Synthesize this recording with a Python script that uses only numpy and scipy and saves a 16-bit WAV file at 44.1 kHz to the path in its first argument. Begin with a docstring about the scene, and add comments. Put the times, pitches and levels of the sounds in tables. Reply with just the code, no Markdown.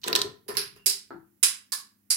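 """Plastic cap on a tiled floor

A small plastic cap rattles in a basin, falls and bounces over a tiled bathroom floor.
Every contact is a click far shorter than the answer of the hard walls: struck modes filtered by a room.
The hollow basin knocks, a soft thud falls in between; low rumble, a faint narrow band of noise near
2.8 kHz, hiss and hum lie beneath.
Two unlike phone microphones listen: the right one faces the floor, the left one is shaded."""
import sys
import numpy as np
from scipy import signal
from scipy.fft import rfft, irfft, next_fast_len
from scipy.io import wavfile
from scipy.ndimage import uniform_filter1d

SR = 44100
rng = np.random.default_rng(int(sys.argv[2]) if len(sys.argv) > 2 else 0)


def voltage_ratio(level):
    """Linear amplitude factor for a level in decibels (scalar or array-like)."""
    return 10 ** (np.asarray(level, float) / 20)


def transcribe(signal):
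    """Save signal, clipped to [-1, 1], as a 16-bit WAV file at the path in sys.argv[1]."""
    frames = np.atleast_2d(signal).T
    limited = np.clip(frames, -1, 1)
    pcm = np.round(limited * 32767).astype(np.int16)
    wavfile.write(sys.argv[1], SR, pcm)


N = 95564
TAIL = 2 ** 15  # transform length in samples; each event lasts half of it

# Sharp hits of the cap, the first ones in the basin, the later ones on the floor.
# Each row: start in seconds, then rim ring, wall ring, lid ring, broad slap and bright snap in dB,
# and straight path in dB over the room.
HITS = [(0.4812, -42, -41, -62, -42.5, -45.5, 13), (0.5697, -28.5, -25, -41.5, -33.5, -39.5, 21.5),
        (0.613, -49.5, -50.5, -60, -43, -49.5, 12), (0.758, -67, -66.5, -73.5, -59, -67, -1),
        (.8600, -32.5, -23, -73.5, -35.5, -20, 17), (.893, -42.5, -28, -67.5, -45.5, -30, 4),
        (1.4288, -22, -21.5, -40, -27, -17.5, 11.5), (1.7202, -39.5, -30, -38.5, -46, -29, -2),
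        (2.1017, -26.5, -22.5, -88, -36.5, -22, 4)]
# Short dense bowl-like echo after each hit. One value for each hit: level in dB over the room.
BOWL_ECHO_DB = [-11, 5.5, -11, -10, -7, -20, -12.5, -1, -15.5]
# Modes of the cap's rim, wall and lid, then of the slapped surface and the bright snap.
# Each row: centre in Hz, width in Hz, relative level in dB.
RIM_MODES = [(9300, 900, -8), (10500, 900, 0), (11800, 1200, -8)]
WALL_MODES = [(4050, 400, -6), (4750, 500, 0), (5400, 600, -7)]
LID_MODES = [(1100, 90, 0), (1720, 100, 0), (2270, 150, -6)]
SLAP_MODES = [(430, 400, -11.5), (857, 170, -5), (1420, 1100, 2), (2480, 2600, 4.5), (14300, 2500, -6.5)]
SNAP_MODES = [(7500, 6500, -0.5), (10185, 8200, -1), (13120, 3000, -3)]


def hits(hz):
    """Modal excitation: where the cap lands sets how strongly its rim, wall and lid ring."""
    out = np.zeros((2, N + TAIL))
    bodies = (RIM_MODES, WALL_MODES, LID_MODES, SLAP_MODES, SNAP_MODES)
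    shade = [[voltage_ratio(LEFT_SHADE_DB)], [1]]
    for (start, *levels, direct_db), echo_db in zip(HITS, BOWL_ECHO_DB):
        click = sum(voltage_ratio(db) * ring(modes, hz) for db, modes in zip(levels, bodies))
        add(out, start, click * (room(direct_db, hz) + flurry(echo_db) * shade))
    return out


# Contacts of the cap in the basin. Each row: start in seconds, click on the glaze in dB, clack in dB,
# broad slap in dB, bowl echo in dB over the room.
RATTLE = [(0.016, -63, -63, -67.5, 5.5), (.034, -58, -43.5, -49, 8.5), (0.0395, -52, -40, -50, 15),
          (0.0613, -43.5, -53, -42, -1.5), (0.0759, -49.5, -37, -44, 12), (0.081, -45.5, -49.5, -44.5, 22),
          (0.099, -58, -52, -47, 4.5), (0.1288, -53.5, -36.5, -41.5, 21.5), (0.1521, -33.5, -27, -38, 14.5),
          (.160, -43, -34.5, -42, 23.5), (0.19, -51.5, -39, -46, 14.5), (0.2161, -42, -36.5, -45.5, 20.5),
          (0.541, -59.5, -59, -67.5, 6.5), (0.552, -59, -58, -45.5, 10)]
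# Modes of the glaze, and of the cap against the bowl.
# Each row: centre in Hz, width in Hz, relative level in dB.
GLAZE_MODES = [(3200, 3100, 0.5), (6000, 1300, 1.5), (8035, 600, 2.5), (11000, 3300, -3.5)]
CLACK_MODES = [(3100, 830, -2.5), (3730, 1000, -0.5), (4300, 700, 3.5), (5670, 800, -9)]


def rattle(hz):
    """Repeated impact: each contact excites glaze, cap and slap, and the bowl echoes it."""
    out = np.zeros((2, N + TAIL))
    for start, glaze_db, clack_db, slap_db, echo_db in RATTLE:
        click = voltage_ratio(glaze_db) * ring(GLAZE_MODES, hz)
        click = click + voltage_ratio(clack_db) * ring(CLACK_MODES, hz)
        click = click + voltage_ratio(slap_db) * ring(SLAP_MODES, hz)
        add(out, start, click * (room(HIDDEN_DB, hz) + flurry(echo_db)))
    return out


def flurry(echo_db):
    """Dense early reflections: a first click, then noise decaying exponentially, as from a glazed bowl."""
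    t60_s, first_click_db = 0.02, 9
    t = np.arange(TAIL // 8) / SR
    echoes = rng.standard_normal((2, len(t))) * voltage_ratio(-60 * t / t60_s)
    return voltage_ratio(echo_db) * (rfft(echoes, TAIL) + voltage_ratio(first_click_db))


# Hollow knocks of the basin. Each row: start in seconds, level of the low modes in dB,
# upper modes in dB over the low ones.
KNOCKS = [(0.044, -51, 8), (.064, -35.5, -21.5), (0.078, -33, -1.5), (.097, -33, -20), (.113, -37, -12.5),
          (0.128, -31.5, -7.5), (0.152, -33.5, 1), (0.189, -44.5, 5.5), (.216, -42.5, -3),
          (.245, -35.5, -19), (0.277, -64, -17), (.345, -69, -16), (0.464, -60.5, -22), (.488, -35.5, -8),
          (0.504, -55.5, 15), (0.572, -40, -21), (.762, -59.5, -6), (.866, -44.5, -13.5),
          (1.435, -56.5, -13.5), (1.727, -60.5, 1.5), (2.107, -61, -22)]
# Low and upper modes of the basin. Each row: centre in Hz, width in Hz, relative level in dB.
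BASIN_LOW_MODES = [(231, 150, -9), (404.5, 34, 15.5), (450, 40, -4), (482, 85, -9)]
BASIN_UPPER_MODES = [(700, 65, -8), (1005, 30, 7.5), (1376, 120, -6.5), (1810, 70, -2)]


def basin(hz):
    """Resonance of a hollow body: the basin booms near the microphones, so its straight path is strong."""
    direct_db, left_lag_s = 26, 0.00033  # over the room's start; the left microphone hears it later
    out = np.zeros((2, N + TAIL))
    near = voltage_ratio(direct_db) * np.exp(-2j * np.pi * hz * np.array([[left_lag_s], [0]]))
    for start, db, upper_db in KNOCKS:
        body = ring(BASIN_LOW_MODES, hz) + voltage_ratio(upper_db) * ring(BASIN_UPPER_MODES, hz)
        add(out, start, voltage_ratio(db) * body * (room(HIDDEN_DB, hz) + near))
    return out


# Modes of the thud. Each row: centre in Hz, width in Hz, relative level in dB before softening.
THUD_MODES = [(331.3, 30, 0.5), (904, 300, -11.5), (1080, 84, -12.5), (1359, 200, -10.5), (1800, 610, -22),
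              (4340, 420, -13.5)]


def thud(hz):
    """Contact stiffness: one soft, dull contact, perhaps a foot, excites little treble."""
    start_s, level_db, direct_db, top_hz = 1.106, -37.5, 23, 2200
    out = np.zeros((2, N + TAIL))
    soft = 1 / (1 + 1j * hz / top_hz) ** 4
    blow = voltage_ratio(level_db) * unit(ring(THUD_MODES, hz) * soft)
    add(out, start_s, blow * (room(HIDDEN_DB, hz) + voltage_ratio(direct_db)))
    return out


# Shaking of washstand and floor after the blows. Each row: time in seconds, level in dB.
RUMBLE_LEVEL = [(0.0, -69), (0.062, -63.5), (0.124, -54), (0.27, -52.5), (0.44, -76), (0.548, -53.5),
                (0.846, -70.5), (0.886, -57), (0.922, -71), (1.064, -84), (1.148, -54.5), (1.39, -88),
                (1.456, -72.5), (1.6, -82)]
# Spectrum of the rumble. Each row: frequency in Hz, relative density in dB per Hz.
RUMBLE_SPECTRUM = [(20, -42.5), (40, -14), (70, -12.5), (120, -2), (200, -5.5), (300, -35), (500, -72)]


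def rumble():
    """Structure-borne sound: low noise follows an envelope as washstand and floor shake."""
    m = N + TAIL
    hz, t = np.fft.rfftfreq(m, 1 / SR), np.arange(m) / SR
    envelope = voltage_ratio(np.interp(t, *np.transpose(RUMBLE_LEVEL), right=-120))
    return shaped_noise(voltage_ratio(along(RUMBLE_SPECTRUM, hz)), m) * envelope


# A faint narrow band of noise near 2.8 kHz. Its single row: start in seconds, length in seconds,
# centre in Hz, width in Hz, level in dB before the envelope.
NARROW_BAND = (.775, .08, 2800, 120, -64)


def narrow_band():
    """Narrow-band noise: a Gaussian band of noise swells and fades under a rounded envelope."""
    m = N + TAIL
    hz, t = np.fft.rfftfreq(m, 1 / SR), np.arange(m) / SR
    start, length, centre_hz, width_hz, db = NARROW_BAND
    band = shaped_noise(np.exp(-((hz - centre_hz) / width_hz) ** 2), m)
    progress = np.clip((t - start) / length, 0, 1)
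    return voltage_ratio(db) * band * np.sqrt(np.abs(np.sin(np.pi * progress)))


# Spectrum of room rumble and hiss. Each row: frequency in Hz, relative density in dB per Hz.
HISS_SPECTRUM = [(15, -56), (25, -32.5), (95, -6), (150, -15), (200, -6.5), (250, -0.5), (300, -6.5),
                 (420, -21), (940, -26), (6000, -31), (8000, -34.5), (11000, -21.5), (15800, -17)]
# Balance of the background. Each row: frequency in Hz, left over right in dB.
BACKGROUND_BALANCE = [(60, -13.5), (120, 9), (240, 5), (480, 5.5), (950, -5.5), (1890, -16), (3770, -2),
                      (7520, -22.5), (15000, 0.5)]
# Hum of a fan far off. Each row: frequency in Hz, rms level in dB before the balance.
HUM = [(100, -84.5), (200, -76.5)]


def background():
    """Stationary noise and pure tones: low room rumble, microphone hiss and a faint hum."""
    noise_db = -69  # rms before the balance
    m = next_fast_len(N)
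    hz, t = np.fft.rfftfreq(m, 1 / SR), np.arange(m) / SR
    noise = voltage_ratio(noise_db) * shaped_noise(voltage_ratio(along(HISS_SPECTRUM, hz)), m)
    hum = sum(voltage_ratio(db) * np.sqrt(2) * np.sin(2 * np.pi * (f * t + rng.random())) for f, db in HUM)
    return sided(noise + hum, BACKGROUND_BALANCE)


def ring(modes, hz):
    """Modal superposition: band-pass modes of alternating sign make a click of energy 1."""
    scatter_db = 2  # each contact wakes each mode a little differently
    scatter = scatter_db * rng.standard_normal(len(modes))
    total = 0
    for k, (centre, width, db) in enumerate(modes):
        narrow = 1j * hz * width / (centre ** 2 - hz ** 2 + 1j * hz * width)
        broad = 1j * hz * centre / (centre ** 2 - hz ** 2 + 1j * hz * centre)
        total = total + (-1) ** k * voltage_ratio(db + scatter[k]) * narrow * broad
    return unit(total)


# Reverberation time. 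Each row: frequency in Hz, time to fall by 60 dB in seconds.
ROOM_T60 = [(150, 0.55), (400, 0.15), (800, 0.33), (2000, 0.34), (5500, 0.27), (10000, 0.25), (15000, 0.2)]
# Early wall reflections. Each row: delay after the straight path in seconds, left level in dB
# and right level in dB over the room's start, all before scatter.
WALL_ECHOES = [(.0052, 6, 16), (.0061, 11, 9), (.0075, 9, 7), (.0125, 5, 5)]
LEFT_LAG_S, LEFT_SHADE_DB = .001, -10  # the left microphone hears the straight path late and weak
HIDDEN_DB = -40  # straight path all but gone


def room(direct_db, hz):
    """Room impulse response: straight path, early walls and a new diffuse tail for each spot."""
    fill_s, grain_db = .002, 1.5  # the room fills; its echoes come in small clumps
    shift_s, scatter_db = .0002, 1.5  # random spread of each wall echo
    noise = rng.standard_normal((2, TAIL // 2))
    f, t, z = signal.stft(noise, SR, nperseg=128)
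    decay = voltage_ratio(-60 * t / along(ROOM_T60, f)[:, None])
    tail = signal.istft(z * decay, SR, nperseg=128)[1][:, :TAIL // 2]
    tail = irfft(pair(rfft(tail, TAIL), hz), TAIL)[:, :TAIL // 2]
    t = np.arange(TAIL // 2) / SR - np.array([[LEFT_LAG_S], [0]])
    grain = voltage_ratio(grain_db * unit(uniform_filter1d(rng.standard_normal(t.shape), size=40)))
    fill = 1 - np.exp(-np.maximum(t, 0) / fill_s)
    out = rfft(tail * grain * fill, TAIL)
    for s, *db in WALL_ECHOES:
        level = voltage_ratio(db + scatter_db * rng.standard_normal(2))
        times = s + shift_s * rng.standard_normal(2)
        out = out + [level[c] * delay(times[c], hz) for c in (0, 1)]
    straight = np.array([voltage_ratio(LEFT_SHADE_DB) * delay(LEFT_LAG_S, hz), delay(0, hz)])
    return out + voltage_ratio(direct_db) * straight


def delay(s, hz):
    """Linear phase: a delay of whole samples turns phase in proportion to frequency."""
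    return np.exp(-2j * np.pi * hz * round(s * SR) / SR)


# Likeness of the two microphones. Each row: frequency in Hz, left-right coherence from 0 to 1.
COHERENCE = [(100, .7), (300, .65), (600, .02), (15000, .01)]


def pair(spectra, hz):
    """Spatial coherence: two unrelated noises are mixed to the likeness of the microphones."""
    turn = np.arccos(np.clip(along(COHERENCE, hz), 0, 1)) / 2
    mid, side = spectra[0] * np.cos(turn), spectra[1] * np.sin(turn)
    return np.array([mid + side, mid - side])


def shaped_noise(gain, m):
    """Spectral shaping: white noise times a gain, coherent between microphones, at rms 1."""
    hz = np.fft.rfftfreq(m, 1 / SR)
    return unit(irfft(pair(rfft(rng.standard_normal((2, m))), hz) * gain, m))


def sided(x, balance):
    """Level difference between microphones: each takes half of the left-right balance."""
    half = along(balance, np.fft.rfftfreq(x.shape[1], 1 / SR)) / 2
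    return irfft(rfft(x) * voltage_ratio([half, -half]), x.shape[1])[:, :N]


def unit(x):
    """Normalisation of power: scaled to rms 1."""
    return x / np.sqrt(np.mean(abs(x) ** 2) + 1e-30)


def along(points, hz):
    """Logarithmic frequency scale: (Hz, value) points are read on a log axis."""
    f, v = np.transpose(points)
    return np.interp(np.log(hz + 1), np.log(f + 1), v)


def add(out, s, spectrum):
    """Linear superposition: a sound is added in at its time."""
    i = round(s * SR)
    out[:, i:i + TAIL // 2] += irfft(spectrum, TAIL)[:, :TAIL // 2]


# Balance of all sources but the background. Each row: frequency in Hz, left over right in dB.
SOURCE_BALANCE = [(40, -4.5), (120, 2.5), (250, 7), (450, 7.5), (740, -11), (1220, 5), (2010, -5.5),
                  (3330, -3.5), (5500, -1), (9080, -10.5), (12000, -6.5), (15000, -9)]


def scene():
    """Superposition: all sources as the two microphones hear them."""
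    hz = np.fft.rfftfreq(TAIL, 1 / SR)
    sources = hits(hz) + rattle(hz) + basin(hz) + thud(hz) + rumble() + narrow_band()
    return sided(sources, SOURCE_BALANCE) + background()


def band_limit(x):
    """A steep low-pass at the top of the band."""
    return signal.sosfilt(signal.butter(12, 16600, fs=SR, output="sos"), x)


def record(dry):
    """Band limiting: a smooth low-pass removes the top treble of the finished mix."""
    top_hz, edge_hz = 15950, 120
    hz = np.fft.rfftfreq(N, 1 / SR)
    low_pass = (1 - np.tanh((hz - top_hz) / edge_hz)) / 2
    mix = irfft(rfft(dry) * low_pass, N)
    return band_limit(mix)


dry = scene()
out = record(dry)
transcribe(out)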